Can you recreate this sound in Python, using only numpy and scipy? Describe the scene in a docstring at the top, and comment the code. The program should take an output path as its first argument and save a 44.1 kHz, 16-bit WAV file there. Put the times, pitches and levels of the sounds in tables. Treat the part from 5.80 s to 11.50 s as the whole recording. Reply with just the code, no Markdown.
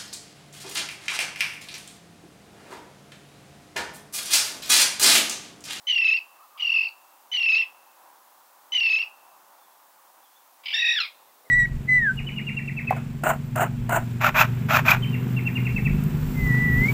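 """Two terns over open water

One tern gives three harsh whistles, broken about 33 times a second, and a long, falling cry; the other answers
with a faster rattle, the second time over that cry. The whistles are near-pure tones that collapse into rasp
and squeak; the cry is a stack of throbbing harmonics. Filtered noise makes a faint echo from the shores and
a wash of wind, wavelets and microphone hiss; wavering sines make distant sounds: a blurred swell, then faint
gliding notes.
"""
import sys
import numpy as np
from scipy import signal
from scipy.fft import rfft, irfft
from scipy.io import wavfile
from scipy.ndimage import uniform_filter1d

SR = 44100
rng = np.random.default_rng(int(sys.argv[2]) if len(sys.argv) > 2 else 0)


def wrap_up_sound(samples):
    """Save the sound to the file named by the first command line argument, as 16-bit audio."""
    columns = np.atleast_2d(samples).T
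    # keep every value between -1 and 1, then stretch to whole-number steps
    tamed = np.clip(columns, -1, 1)
    steps = np.round(tamed * 32767).astype(np.int16)
    wavfile.write(sys.argv[1], SR, steps)


N = 251370
TIME = np.arange(N) / SR

# rattles of the second tern, one list per call, level before the throat filter:
# start_s, pitch_hz, level_db
RATTLES = [
    [(0.797, 2904, -31.5), (0.828, 2860, -22.5), (0.86, 2754, -22), (0.945, 2702, -19),
     (0.972, 2619, -18.5), (1.015, 2625, -19.5), (1.065, 2678, -24.5), (1.092, 2534, -39)],
    [(4.86, 3094, -40), (4.885, 3020, -36.5), (4.96, 2692, -29.5), (5.005, 2667, -26.5),
     (5.03, 2553, -21.5), (5.115, 2580, -23), (5.143, 2670, -33.5), (5.175, 2520, -39)],
]
# quickening beat of each rattle: first_break_s, rate_breaks_per_s, rate_change_per_s2
RATTLE_BEATS = [(.8172, 39.83, 35), (4.8538, 42.47, 9.5)]


def undb(db):
    """Decibels to amplitude gain."""
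    return 10 ** (np.asarray(db) / 20)


def curves(rows):
    """The columns of a table, joined by straight lines in time."""
    times_s, *columns = np.transpose(rows)
    return [np.interp(TIME, times_s, column) for column in columns]


def gate(start, end, edge):
    """One between two times, with straight ramps as edges (all in seconds)."""
    opening = np.clip((TIME - start) / edge + .5, 0, 1)
    closing = np.clip((end - TIME) / edge + .5, 0, 1)
    return opening * closing


def colour(x, points):
    """Filter by a spectrum of (Hz, dB) points, joined along a logarithmic frequency axis."""
    hz, db = np.transpose(points)
    bins_hz = np.maximum(np.fft.rfftfreq(N, 1 / SR), 1)
    gain_db = np.interp(np.log(bins_hz), np.log(hz), db)
    return irfft(rfft(x) * undb(gain_db), N)


def noise(lo_hz, hi_hz):
    """Band-passed white noise of rms 1."""
    band = signal.butter(4, [lo_hz, hi_hz], "band", fs=SR, output="sos")
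    x = signal.sosfilt(band, rng.standard_normal(N))
    return x / x.std()


def waver(rate):
    """Smooth random curve of spread 1 that heads for a new value rate times a second."""
    hold = max(int(SR / rate), 1)
    steps = np.repeat(rng.standard_normal(N // hold + 1), hold)[:N]
    x = uniform_filter1d(steps, hold)
    return x / x.std()


def turn(hz):
    """Phase of an oscillator that follows a pitch."""
    return 2 * np.pi * np.cumsum(hz) / SR


def wash():
    """Wind and wavelets swell slowly under even hiss; a low rumble rises at the end. All is shaped noise."""
    # spectrum shape of wind, wavelets and hiss: frequency_hz, gain_db
    wash_spectrum = [(30, -53), (80, -46.5), (150, -26), (340, -13.5), (450, -16.5), (540, -7), (660, -7),
                     (780, 0), (1020, 0.5), (1350, -7), (2200, -16.5), (4500, -18), (10000, -17.5),
                     (15500, -12.5)]
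    # slow swell of the water alone: time_s, level_db
    water_swell = [(0, -1), (0.7, 0), (1.4, -1.5), (2.0, 2), (2.5, -0.5), (3.2, 3), (3.8, 0), (4.7, -1.5),
                   (5.2, -1), (5.7, -3.5)]
    # rms level of the rumble: time_s, level_db
    rumble_level = [(0, -110), (5.1, -91), (5.35, -71.5), (5.63, -67), (5.67, -57.5), (5.7, -68)]
    bed = colour(rng.standard_normal(N), wash_spectrum)
    bed *= undb(-54.5) / bed.std()
    water = colour(bed, [(1500, -0.5), (3500, -37.0)])
    rumble_spectrum = [(25, -24), (90, -23), (220, -11), (380, -3.5), (600, 1.5), (1000, -22.5), (4000, -65.0)]
    rumble = colour(rng.standard_normal(N), rumble_spectrum)
    swell = undb(curves(water_swell)[0] + 1.0 * waver(11))
    # adding swell - 1 moves the water and leaves the hiss even
    return bed + (swell - 1) * water + undb(curves(rumble_level)[0]) * rumble / rumble.std()


def distant_sounds():
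    """Distant sounds: one blurred swell near 1.2 kHz, then faint gliding notes, all from wavering sines."""
    # the swell, then the notes: start_s, length_s, first_pitch_hz, last_pitch_hz, level_db, waver_share_of_pitch
    distant = [(0.538, 0.45, 1177, 1222, -56, .06), (3.741, 0.24, 3450, 3460, -72, .028),
               (4.431, 0.18, 3350, 3430, -68, .028), (5.485, 0.0464, 2066, 1790, -67.5, .028),
               (5.654, 0.046, 2110, 1810, -65, .028)]
    out = 0
    for start, length, first_hz, last_hz, db, unsteady in distant:
        glide_hz = np.interp(TIME, [start, start + length], [first_hz, last_hz])
        sine = np.sin(turn(glide_hz * (1 + unsteady * waver(250))))
        out = out + gate(start, start + length, edge=length / 3) * undb(db + 3.0 * waver(50)) * sine
    return out


def shore(x, delay=0.0092):
    """Scatter from the near bank dies fast; the far shore lingers faintly; moving water blurs both."""
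    after = np.maximum(TIME - delay, 0)
    echo = 0
    # near bank, then far shore: level dB, seconds to decay by 60 dB, depth of the level ripple
    for db, t60, ripple in ((-9.0, 0.2, 0.68), (-34.5, 1.15, 0.56)):
        tail = rng.standard_normal(N) * (after > 0) * np.exp(-np.log(1000) * after / t60)
        tail = tail / np.linalg.norm(tail)
        rippled = x * (1 + ripple * waver(250))
        echo = echo + undb(db) * signal.fftconvolve(rippled, tail)[:N]
    return colour(echo, [(1000, -2.0), (2000, -2), (2700, -2.0), (3700, 2.5), (5000, -4), (9000, -9)])


def breaks(calls, beats, half_width, dip_db):
    """The whistle collapses at a changing rate: break shape (0-1), dip in dB, squeak size, pitch sag."""
    dip_scatter_db, squeak_scatter_db = 3.5, 5  # from one break to the next
    broken, dips, squeak, sag = np.zeros((4, N))
    for call, (first, rate, change) in zip(calls, beats):
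        near = slice(int(call[0][0] * SR), int(call[-1][0] * SR))
        since = TIME[near] - first
        beat = rate * since + change * since ** 2 / 2
        nearest = np.maximum(np.round(beat), 0).astype(int)
        # distance from the nearest break, in half widths
        away = (beat - nearest) / (rate + change * since) / half_width
        shape = np.exp(-away ** 4)
        dip_chance, squeak_chance = rng.standard_normal(size=(32, 2))[nearest].T
        broken[near] = shape
        dips[near] = (dip_db + dip_scatter_db * dip_chance) * shape
        squeak[near] = undb(squeak_scatter_db * squeak_chance) * shape
        sag[near] = away * np.exp(-(away / 2) ** 2)
    return broken, dips, squeak, sag


def whistle(calls, beats, splits, half_width, break_db, leap_hz, scoop_hz, rasp_db, air_db, squeak_db,
            upper_db, third_db, jitter):
    """A near-pure tone that collapses again and again into a rasp and an arching squeak."""
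    hz, db, octave_db = curves(np.vstack(calls))
    on = sum(gate(call[0][0], call[-1][0], edge=0.0012) for call in calls)
    broken, dip_db, squeak, sag = breaks(calls, beats, half_width, break_db)
    # the pitch leaps up around each break and turns unsteady inside it
    leap = uniform_filter1d(broken, size=360)
    jittered_hz = hz * (1 + jitter * waver(250))
    phase = turn(jittered_hz + scoop_hz * sag + leap_hz * leap + 170 * broken * waver(1300))

    # the slower mode pushes the membranes: side tones, steadiest where it locks at half the pitch
    slip = turn(110 * waver(700))
    push = 0
    for start, end, share, depth_db in splits:
        joined = sum(gate(call[0][0] + start, call[0][0] + end, edge=.008) for call in calls)
        push = push + undb(depth_db) * joined * np.cos(share * phase + 4 * (.63 - share) * slip)

    fundamental = (1 + push) * np.sin(phase + .5 * push)
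    octave = undb(octave_db - 6.1 * broken) * np.sin(2 * phase + 2 * push)
    third = undb(third_db) * np.sin(3 * phase)
    tone = (fundamental + octave + third) * undb(dip_db + 0.48 * waver(130))
    rasp = undb(rasp_db) * broken * noise(1730, 3495)
    air = undb(air_db) * noise(2000, 3100)
    upper_air = undb(upper_db + 2.5 * waver(220)) * noise(4300, 4950)
    # the squeak keeps its strength however loud the tone is
    squeal = undb(squeak_db) * squeak * np.sin(turn(3850 + 750 * broken + 130 * waver(700)))
    voice = undb(db) * (np.sqrt(2) * tone + rasp + air + upper_air)
    return on * (voice + np.sqrt(2) * squeal)


def hoarse_starts():
    """The second tern's voice scrapes as its calls begin: three unsteady partials and a band of noise."""
    # hoarse stretches: start_s, end_s, level_db (common gain of partials and noise)
    hoarse = [(0.776, 0.825, -52.5), (4.836, 4.855, -53), (4.857, 4.97, -36)]
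    scrape = 0
    for hz, spread_hz, part_db in [(2310, 100, 2.0), (2970, 320, 3.5), (4880, 170, -6)]:
        partial = np.sin(turn(hz + spread_hz * waver(900)))
        scrape = scrape + undb(part_db + 2.5 * waver(200)) * partial
    dip_db = breaks(RATTLES, RATTLE_BEATS, half_width=0.0032, dip_db=-8.5)[1]
    size = sum(undb(db) * gate(start, end, edge=0.003) for start, end, db in hoarse)
    return size * undb(dip_db) * (scrape + undb(-3.5) * noise(2000, 3900))


def rattles():
    """The second tern's breaks are deep and fast, and quicken; each pulse starts low and ends high."""
    # slower mode of the syrinx at each start: from_s, to_s (into the call), share_of_pitch, depth_db
    splits = [(0.0023, .015, .19, -8.5)]
    octave_db = -27.5  # re the tone
    calls = [[(s, hz, db, octave_db) for s, hz, db in call] for call in RATTLES]
    return whistle(calls, RATTLE_BEATS, splits, half_width=.0042, break_db=-18.5, leap_hz=130.1,
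                   scoop_hz=-63.5, rasp_db=-24, air_db=-28.5, squeak_db=-45, upper_db=-29.5,
                   third_db=-53, jitter=.007)


def cry(tremor_hz=34, first_dip=4.957, sag=0.079, throb_db=-3, flutter_db=2.5):
    """A lower, full voice whose pitch drops for a moment with each throb, then falls away in a rasp."""
    # the long cry, before its colouring: time_s, pitch_hz, harmonic_1_db, harmonic_2_db, harmonic_3_db
    glide = [(4.93, 1637, -49, -50, -67), (4.944, 1812, -33, -25.5, -35), (4.98, 1873, -34.5, -35.5, -41),
             (4.994, 1891, -39, -21.5, -43), (5.038, 1893, -29.5, -39, -53),
             (5.058, 1877, -28.5, -26, -44.5), (5.13, 1900, -30.5, -28, -39.5),
             (5.162, 1834, -34.5, -30.5, -45), (5.18, 1702, -30.5, -26.5, -48),
             (5.206, 1370, -33.5, -27.5, -29), (5.268, 1062, -52, -42, -54)]
    # brief dips in level as the cry falls: time_s, half_width_s, dip_db
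    catches = [(5.198, 0.0032, -22), (5.229, 0.0036, -12)]
    # rough until it settles, clean while held, and rougher the further it falls
    start_rough, settle_s, held_rough, fall_rough = 0.62, 0.0054, .04, .3
    start, end = glide[0][0], glide[-1][0]
    hz, *harmonic_db = curves(glide)
    unsettled = np.exp(-np.maximum(TIME - start, 0) / settle_s)
    rough = held_rough + start_rough * unsettled + fall_rough * (1 - hz / hz.max())
    # only the crests of the tremor make a throb
    throb = np.clip(2.2 * np.cos(2 * np.pi * tremor_hz * (TIME - first_dip)) - 1.3, 0, 1)
    catch_db = sum(db * np.exp(-((TIME - s) / width) ** 2) for s, width, db in catches)
    phase = turn(hz * (1 - sag * throb + .016 * rough * waver(700)))

    # the fourth harmonic comes out as it slides under the throat's upper edge
    fourth_db = harmonic_db[2] + np.interp(4 * hz, [5700, 6100], [-4, -25])
    fifth_db = harmonic_db[2] - 32
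    voice = 0
    for k, db in enumerate([*harmonic_db, fourth_db, fifth_db], 1):
        # roughness spreads each harmonic into a skirt, mostly on its lower side
        skirt = rough * (signal.hilbert(noise(30, 225)) * np.exp(-1j * k * phase)).real
        level = undb(db + throb_db * throb + flutter_db * waver(150))
        voice = voice + level * (np.sin(k * phase) + skirt)

    breath = undb(-13) * noise(1810, 2500) + undb(-20.5) * noise(2140, 3700) + undb(-22.5) * noise(4500, 5400)
    air = undb(harmonic_db[1]) * breath
    return gate(start, end, edge=0.0067) * undb(catch_db) * (np.sqrt(2) * voice + air)


def harsh_whistles():
    """The first tern repeats one gesture: a sagging tone whose breaks slow down through the call."""
    # calls, level before gain and throat filter:
    # start_s, length_s, pitch_shift_hz, level_db, swell_db_per_s, octave_shift_db
    whistle_calls = [(0.07, .32, 8, -19.6, 0, 0), (1.516, 0.32, -4, -20.5, 18.5, 1),
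                     (2.921, 0.32, 4.5, -21, -5.5, 2)]
    # shared gesture, its times stretched to each call's length:
    # into_call_s, pitch_hz, level_db (re the call), octave_db (re the tone)
    gesture = [(0, 2993, -10, -19.5), (.024, 3042, 0, -21.5), (0.066, 2830, -2, -25),
               (.15, 2651, -.5, -24.5), (.24, 2578, 1, -21), (0.296, 2735, -4, -25),
               (.325, 2573, -9, -21.5)]
    # where a slower mode of the syrinx joins: from_s, to_s (into the call), share_of_pitch, depth_db
    splits = [(0, 0.053, .31, -15), (0.171, 0.263, .5, -16.5)]
    # slowing beat: first_break_s (into the call), rate_breaks_per_s, rate_change_per_s2
    slowing_beat = (.0236, 34.25, -13.4)
    into, hz, db, octave_db = np.transpose(gesture)
    first_break, rate, change = slowing_beat
    calls, beats = [], []
    for start, length, shift_hz, level_db, swell, octave_shift_db in whistle_calls:
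        since = into * length / into[-1]
        call_db = db + level_db + swell * (since - length / 2)
        calls.append(np.column_stack([start + since, hz + shift_hz, call_db, octave_db + octave_shift_db]))
        beats.append((start + first_break, rate, change))
    return whistle(calls, beats, splits, half_width=.0044, break_db=-9.5, leap_hz=99.46, scoop_hz=-20,
                   rasp_db=-12, air_db=-27.5, squeak_db=-41.0, upper_db=-38.5, third_db=-45, jitter=.009)


def scene():
    """Both terns, their echo, the distant sounds and the wash around them."""
    # the throat passes little below 1.8 kHz and has a notch near 7 kHz
    throat = [(700, -43.5), (1330, -16.0), (1630, -17.0), (2000, 1.5), (3100, -1), (3950, -2.5),
              (4600, -2.5), (6600, 1.5), (7050, -18.5), (8400, -3)]
    cry_throat = [(600, -35), (1050, -11), (1350, 1), (3700, 2), (5600, 0.5), (6500, 2), (7600, 4.5)]
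    whistled = colour(undb(1.16) * harsh_whistles() + rattles(), throat)
    terns = whistled + hoarse_starts() + colour(cry(), cry_throat)
    return (terns + shore(terns) + distant_sounds() + wash())[None]


def record(dry):
    """The recorder cuts the top: a steep low-pass at 15.75 kHz."""
    return signal.sosfilt(signal.ellip(12, .1, 80, 15750, fs=SR, output="sos"), dry)


dry = scene()
out = record(dry)
wrap_up_sound(out)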